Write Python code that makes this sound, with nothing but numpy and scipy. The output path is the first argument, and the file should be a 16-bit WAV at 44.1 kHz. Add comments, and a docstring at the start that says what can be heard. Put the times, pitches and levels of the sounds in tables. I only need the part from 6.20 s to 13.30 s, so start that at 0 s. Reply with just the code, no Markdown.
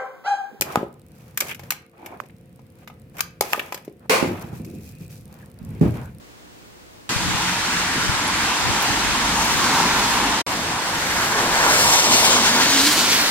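"""A quiet room with mains hum cuts to a rainy street: drops patter and cars pass on the wet road, tyres roaring.
After a short silent gap a second street view follows.
Rain and traffic are shaped noise, engines are steady or gliding sine waves, and wind is lumpy low noise.
Two close microphone ports hear each car first on the left, then on the right; the stereo is then widened."""
import sys
import numpy as np
from scipy import signal
from scipy.fft import rfft, irfft, next_fast_len
from scipy.io import wavfile
from scipy.ndimage import uniform_filter1d, map_coordinates

SR = 44100
rng = np.random.default_rng(int(sys.argv[2]) if len(sys.argv) > 2 else 0)


def waveform_to_disk(signal):
    """Save audio, clipped to [-1, 1], as 16-bit WAV at the path in sys.argv[1]."""
    frames = np.transpose(np.atleast_2d(signal))
    scaled = np.clip(frames, -1, 1) * 32767
    samples = np.round(scaled).astype(np.int16)
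    wavfile.write(sys.argv[1], SR, samples)


N = 313242
T = np.arange(N) / SR

ROOM_END, GAP_START, GAP_END = 0.8915, 4.2145, 4.2648  # s
SURGE_DB = 2  # size of the random surges in far traffic


def amp(db):
    """Turn decibels into a plain multiplier."""
    return 10 ** (np.asarray(db) / 20)


def unit(x):
    """Scale a sound to an average (RMS) strength of 1."""
    return x / np.sqrt(np.mean(np.abs(x) ** 2) + 1e-20)


def along(points, hz):
    """Read a curve of (frequency [Hz], value) points, spaced on a log axis."""
    f, v = np.transpose(points)
    return np.interp(np.log(hz + 1), np.log(f + 1), v)


def curves(rows, t=T):
    """Read each column after the time column at times t."""
    s, *cols = np.transpose(rows)
    return [np.interp(t, s, c) for c in cols]


def wobble(rate):
    """A smooth random curve with `rate` random points a second."""
    knots = rng.standard_normal(int(N * rate / SR) + 4)
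    return map_coordinates(knots, [T * rate])


def filtered(x, response):
    """Multiply each frequency of x by response(hz)."""
    m = next_fast_len(N + 8192)
    return irfft(rfft(x, m) * response(np.fft.rfftfreq(m, 1 / SR)), m)[..., :N]


def shaped(x, spectrum):
    """Give x the tone colour of a (frequency [Hz], level [dB]) curve."""
    return filtered(x, lambda hz: amp(along(spectrum, hz)))


def noise():
    """Three unrelated streams of steady hiss."""
    return rng.standard_normal((3, N))


def patter(per_second, spread_db):
    """Three streams of tiny drop impacts of random strength, with the drop size capped."""
    drops = rng.random((3, N)) < per_second / SR
    size = np.minimum(rng.exponential(size=(3, N)), 3)
    return drops * amp(spread_db * size) * noise()


def road_levels(t):
    """Levels of tyre roar, tread swish, spray and fine mist at times t [dB]."""
    # traffic in the two street views, one list each:
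    # (time [s], tyre roar [dB], tread swish [dB], spray [dB], fine mist [dB])
    road = [
        [(.9, -30, -30.5, -29.5, -40), (1.9, -27.5, -26.5, -32, -46), (2.7, -24, -28, -33, -44),
         (3.05, -24.5, -26.5, -28, -44), (3.25, -23, -26, -23.5, -34), (3.55, -21.5, -21.5, -25, -38),
         (4.05, -22.5, -27.5, -29.5, -39), (4.2, -23.5, -31, -40, -46)],
        [(4.28, -28, -30.5, -33.5, -39), (4.55, -28.5, -32, -36, -45), (4.9, -28.5, -25, -28, -33.5),
         (5.25, -22.5, -23.5, -27, -36.5), (5.43, -21, -19.5, -22.5, -34), (5.52, -20, -20.5, -18.5, -25.5),
         (5.75, -21, -27, -16, -26.5), (6.08, -20, -27, -16, -27.5), (6.16, -19.5, -24, -17, -38),
         (6.23, -23.5, -24, -17.5, -36), (6.46, -23.5, -22.5, -17, -32), (6.65, -26, -24, -17, -24),
         (6.95, -25, -23.5, -18, -25.5), (7.1, -24, -25.5, -21, -31)],
    ]
    return curves(road[0] + road[1], t)


def passing(t):
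    """Each view's car on a straight road: port lag [ms], nearness 0-1, boom [dB], growl over roar [dB]."""
    # the car in each view: (abreast at [s], time to drive its own distance [s], widest port lag [ms],
    # body boom when abreast [dB], exhaust growl over the roar [dB])
    passes = [(3.55, .25, 0.093, -27, -10.5), (6.73, 0.35, 0.099, -30, -3.5)]
    view = (t > GAP_START).astype(int)
    abreast, reach, widest_ms, boom_db, growl_db = np.transpose(passes)[:, view]
    along_road = (t - abreast) / reach  # 0 when abreast
    lag_ms = widest_ms * along_road / np.hypot(1, along_road)
    nearness = 1 / (1 + along_road ** 2)
    return lag_ms, nearness, boom_db, growl_db


def at_ports(sources, spectrum, patchy_db, moving):
    """Three streams become stereo: two make the sound from all sides, the third is the car at its bearing."""
    ports_ms = 0.11  # sound's travel time from port to port
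    # more spray: more of the traffic comes straight from the car
    direct_from_db, direct_span_db, direct_least = -36.5, 22.5, 0.33
    spread = 0.31  # share of the direct sound lost as the long car and its spray fill the view
    # path round the housing: delay in port lags, strength, frequency under which it fades [Hz]
    round_lags, round_strength, round_fade_hz = 1.42, 1.0, 1700

    hz, t, z = signal.stft(sources, SR, nperseg=512)
    hz = hz[:, None]

    # random patches in time and pitch
    field = uniform_filter1d(rng.standard_normal(z.shape[1:]), size=6, axis=0)
    field = uniform_filter1d(field, size=14, axis=1)
    z = z * amp(patchy_db * unit(field))

    # sound from all sides is alike at both ports only in the bass
    turn = np.arccos(np.sinc(2 * hz * ports_ms / 1000)) / 2
    mid, side = z[0] * np.cos(turn), z[1] * np.sin(turn)
    around = np.array([mid + side, mid - side])

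    lag_ms, nearness = passing(t)[:2]
    spray_db = road_levels(t)[2]
    share = np.clip((spray_db - direct_from_db) / direct_span_db, direct_least, 1)
    share = share * (1 - spread * nearness)
    # the treble comes less clearly from one side the further the car is from abreast
    share = moving * share * np.exp(-(0.7 * hz * lag_ms / 1000) ** 2)

    early = np.exp(1j * np.pi * hz * lag_ms / 1000)  # half the lag, as a turn of phase
    # the shadowed port also gets a later copy that has crept round the housing
    creep = round_strength * (1 - nearness) * np.exp(-2j * np.pi * hz * round_lags * np.abs(lag_ms) / 1000)
    creep = creep * hz ** 4 / (hz ** 4 + round_fade_hz ** 4)
    shade = (1 + creep) / np.sqrt(1 + np.abs(creep) ** 2)
    left = np.where(lag_ms > 0, shade, 1) / early
    right = np.where(lag_ms < 0, shade, 1) * early
    car = z[2] * [left, right]

    pair = np.sqrt(1 - share) * around + np.sqrt(share) * car
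    stereo = signal.istft(pair, SR, nperseg=512)[1][:, :N]
    return unit(shaped(stereo, spectrum))


def room():
    """Hiss that differs from port to port, with sine waves at multiples of the mains pitch on top."""
    # room air and preamp hiss: (frequency [Hz], level per Hz [dB])
    hiss_colour = [(12, -45), (20, -10), (64, 1), (122, -2), (207, -1.5), (352, -1), (452, -3), (7520, -18),
                   (12100, -26.5), (14300, -25), (15500, -20)]
    # mains hum: (multiple of mains pitch, level before the 4.5 dB lift below [dB])
    hum_partials = [(1, -64), (2, -63.5), (3, -64), (4, -65), (5, -62), (6, -64), (7, -66), (8, -67),
                    (9, -75), (10, -74), (11, -78)]
    hiss_db, mains_hz = -46, 60
    hiss = amp(hiss_db) * unit(shaped(rng.standard_normal((2, N)), hiss_colour))
    hum = np.zeros(N)
    for multiple, db in hum_partials:
        start_turn = rng.random()
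        hum += amp(db + 4.5) * np.sin(2 * np.pi * (multiple * mains_hz * T + start_turn))
    return hiss + hum


def rain():
    """Thousands of drop impacts a second, half blurred into a steady wash by distance."""
    # tone of the rain: (frequency [Hz], level per Hz [dB])
    rain_colour = [(59, -45), (100, -7), (243, -26), (321, 1.5), (422, -23), (925, -4.5), (1120, 2),
                   (1980, 0.5), (2500, 0.5), (7530, -8), (15800, -28)]
    # strength of the rain: (time [s], level before wavering [dB])
    rain_level = [(.89, -24), (4.2, -21), (4.27, -26), (7.1, -24)]
    drops = unit(patter(3000, spread_db=2)) * 0.5 + noise()
    level_db, = curves(rain_level)
    return amp(level_db + 0.42 * wobble(3.36)) * at_ports(drops, rain_colour, patchy_db=0.85, moving=0)


def buffeting():
    """Lumpy low turbulence in bell-shaped swells as the microphones are carried, unrelated at the ports."""
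    # tone of the turbulence: (frequency [Hz], level per Hz [dB])
    wind_colour = [(12, -40), (20, -26), (49, -12), (108, -3), (282, -12.5), (350, -11), (460, -52),
                   (770, -120)]
    # swells of turbulence: (centre [s], level added at the centre [dB], half width [s])
    swells = [(1.07, -32, 0.082), (1.9, -33.5, 0.096), (2.48, -29.5, 0.054), (2.72, -37, .04),
              (2.9, -37, 0.064), (3.38, -39, 0.13), (3.85, -46, .1), (4.08, -43, .04)]
    calm_db = -46, -50  # between swells, first and second view
    level = amp(np.where(T < GAP_START, *calm_db))
    for centre, db, half_width in swells:
        level = level + amp(db) * np.exp(-((T - centre) / half_width) ** 2)
    lumps = amp(3 * np.array([wobble(15), wobble(15)]))
    return level * unit(lumps * shaped(rng.standard_normal((2, N)), wind_colour))


def puffs():
    """Each puff of air pushes one port's diaphragm through a single slow swing."""
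    # puffs: (time [s], level before the bell shape [dB], pitch [Hz], first swing +1 or -1, port 0 left 1 right)
    puff_list = [(.961, -13, 121, 1, 0), (1.145, -19, 110, -1, 0), (1.891, -11, 110, -1, 0),
                 (1.944, -25, 90, 1, 0), (2.506, -22, 130, 1, 1), (2.704, -18, 120, 1, 1)]
    out, t = np.zeros((2, N + SR)), T[:SR // 8]
    for s, db, hz, swing, port in puff_list:
        push = np.sin(2 * np.pi * hz * t) * np.exp(-(t * hz - 0.5) ** 2 / 0.52)
        out[round(port), round(s * SR):][:len(t)] += np.sign(swing) * amp(db) * push
    return out[:, :N]


def near_drops():
    """Near drops on metal ring briefly in the treble: bands of noise that die away."""
    # drops: (time [s], level before onset and pan [dB], pitch [Hz], band width [Hz],
    # time to fall 60 dB [s], left over right [dB])
    drip_list = [(2.076, -26, 10700, 350, .06, 6), (2.6235, -25.5, 12300, 6500, .08, -6)]
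    out, t = np.zeros((2, N + SR)), T[:SR // 8]
    onset = 1 - np.exp(-t / 0.00066)
    for s, db, hz, width_hz, t60, pan_db in drip_list:
        edges = [hz - width_hz / 2, hz + width_hz / 2]
        band = signal.butter(2, edges, "bandpass", fs=SR, output="sos")
        ring = unit(signal.sosfilt(band, rng.standard_normal((2, len(t))))) * amp(db - 60 * t / t60)
        out[:, round(s * SR):][:, :len(t)] += ring * onset * amp([[pan_db / 2], [-pan_db / 2]])
    return out[:, :N]


def engines():
    """Engine tones swell out of the noise, steady or gliding, and sink back; one hum may return after a dip."""
    # drones: (start [s], end [s], start pitch [Hz], end pitch [Hz], level before wavering [dB],
    # pitch jitter [share of pitch])
    drones = [(0.858, 1.394, 181, 179, -33, 0.0053), (1.44, 1.97, 182, 179.8, -35, .004),
              (2.65, 3.35, 52.6, 51.7, -35.5, .004), (3.5, 4.2, 50.5, 51.2, -37, .004),
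              (5.968, 6.801, 212.8, 310, -30, .045), (6.72, 7.095, 236.4, 282.3, -32.5, .05)]
    fade_share = 0.16  # share of a drone's length spent swelling, and again dying
    out = np.zeros(N)
    for start, end, from_hz, to_hz, db, jitter in drones:
        u = np.clip((T - start) / (end - start), 0, 1)
        fade = np.clip(np.minimum(u, 1 - u) / fade_share, 0, 1)
        hz = (from_hz + (to_hz - from_hz) * u) * (1 + jitter * wobble(45))
        level = amp(db + (1.5 + 70 * jitter) * wobble(11))
        out += fade * level * np.sin(2 * np.pi * np.cumsum(hz) / SR)
    return out


def far_rumble():
    """Far traffic as deep noise with random surges."""
    # tone: (frequency [Hz], level per Hz [dB])
    rumble_colour = [(12, -48), (20, -34), (43, -3.5), (146, -1.5), (200, -1), (260, -39), (440, -120)]
    # far traffic: (time [s], level before surges [dB])
    rumble_level = [(.89, -38), (3.3, -36.5), (4.2, -38), (5.3, -35), (6.15, -35.5), (6.5, -48), (7.1, -45)]
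    level_db = curves(rumble_level)[0] + SURGE_DB * wobble(8.2)
    return amp(level_db) * at_ports(noise(), rumble_colour, patchy_db=1.0, moving=0.5)


def body_boom():
    """Low boom of far traffic, joined by the passing car's body when it is near."""
    # tone: (frequency [Hz], level per Hz [dB])
    boom_colour = [(71, -31), (120, -12), (162, -11), (220, -4), (291, -4), (333, -11.5), (420, -9.5),
                   (550, -19.5), (920, -120)]
    far_boom_db, grows = -33, 0.41  # average level; rise in dB per dB of roar
    roar_db = road_levels(T)[0]
    _, nearness, abreast_db, _ = passing(T)
    far_db = far_boom_db + grows * (roar_db - roar_db.mean())
    level = np.hypot(amp(far_db + SURGE_DB * wobble(9)), amp(abreast_db) * nearness)
    return level * at_ports(noise(), boom_colour, patchy_db=1.14, moving=0.95)


def exhaust_growl():
    """Exhaust noise that follows the tyre roar and thins while the car is abreast."""
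    # tone: (frequency [Hz], level per Hz [dB])
    growl_colour = [(210, -42), (350, -1.5), (366, -7.5), (476, -3.5), (800, -3), (1040, -29), (1760, -120)]
    thin_db = 2
    _, nearness, _, over_db = passing(T)
    level_db = road_levels(T)[0] + over_db - thin_db * nearness + 0.59 * wobble(9)
    return amp(level_db) * at_ports(noise(), growl_colour, patchy_db=0.9, moving=0.72)


def tyre_roar(flicker):
    """Tyres rolling on the road, as flickering mid-range noise."""
    # tone: (frequency [Hz], level per Hz [dB])
    roar_colour = [(410, -34), (700, -7.5), (942, 2), (1170, -4), (1350, -15), (1760, -37), (2970, -120)]
    level_db = road_levels(T)[0] + 0.6 * flicker + 0.53 * wobble(11)
    return amp(level_db) * at_ports(noise(), roar_colour, patchy_db=1.6, moving=0.87)


def tread_swish(flicker, gusts):
    """The tread's swish on the wet road, as noise pitched above the roar."""
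    # tone: (frequency [Hz], level per Hz [dB])
    swish_colour = [(740, -12), (1250, -5.5), (1330, 1.5), (1680, 1), (2700, -12), (3510, -39),
                    (5940, -120)]
    level_db = road_levels(T)[1] + 1.1 * flicker + 0.29 * gusts
    return amp(level_db) * at_ports(noise(), swish_colour, patchy_db=1.2, moving=1)


def wet_noise():
    """Flung water: drop impacts mixed with steady hiss."""
    return unit(patter(5000, spread_db=1)) * 0.72 + noise()


def spray(flicker, gusts):
    """Water flung up by the tyres hisses in flickering gusts."""
    # tone: (frequency [Hz], level per Hz [dB])
    spray_colour = [(1290, -26), (2200, -2), (2520, -7), (3050, -2.5), (4350, -2), (4700, -2.5), (6660, -5),
                    (7460, -7), (12000, -24.5), (15600, -21), (22000, -120)]
    level_db = road_levels(T)[2] + 1.35 * flicker + 0.85 * gusts
    return amp(level_db) * at_ports(wet_noise(), spray_colour, patchy_db=1, moving=0.93)


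def mist(flicker, gusts):
    """The finest flung water hisses highest and follows the gusts most."""
    # tone: (frequency [Hz], level per Hz [dB])
    mist_colour = [(4710, -24), (8000, -5), (8090, -5.5), (14000, -9), (16000, -17)]
    level_db = road_levels(T)[3] + 1.0 * flicker + 1.4 * gusts
    return amp(level_db) * at_ports(wet_noise(), mist_colour, patchy_db=1.5, moving=0.82)


def traffic():
    """Cars rumble, boom, growl and roar; tyre sounds and water share one flicker."""
    flicker = 0.39 * wobble(16) + 0.75 * wobble(40)
    gusts = wobble(7)
    cars = far_rumble() + body_boom() + exhaust_growl() + tyre_roar(flicker)
    water = tread_swish(flicker, gusts) + spray(flicker, gusts) + mist(flicker, gusts)
    return cars + water


def scene():
    """The room, then the street with a silent gap whose front edge dies within milliseconds."""
    street = rain() + buffeting() + puffs() + near_drops() + engines() + traffic()
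    dying = amp(-60 * np.clip(T - GAP_START, 0, 1) / 0.017)  # falls 60 dB in 17 ms
    gap = np.where(T < GAP_END, dying, 1)
    return np.where(T < ROOM_END, room(), street * gap)


def record(dry):
    """Each side loses a share of the other, which widens the picture; peaks round off; the top is cut."""
    # widening: (frequency [Hz], share of the other side taken away)
    widening = [(100, 0.18), (1000, 0.28), (8000, 0.06), (15000, 0.012)]
    top_hz = 15800
    wide = dry - filtered(dry[::-1], lambda hz: along(widening, hz))
    rounded = wide / (1 + np.abs(wide / 0.95) ** 6) ** (1 / 6)
    return filtered(rounded, lambda hz: hz < top_hz)


dry = scene()
out = record(dry)
waveform_to_disk(out)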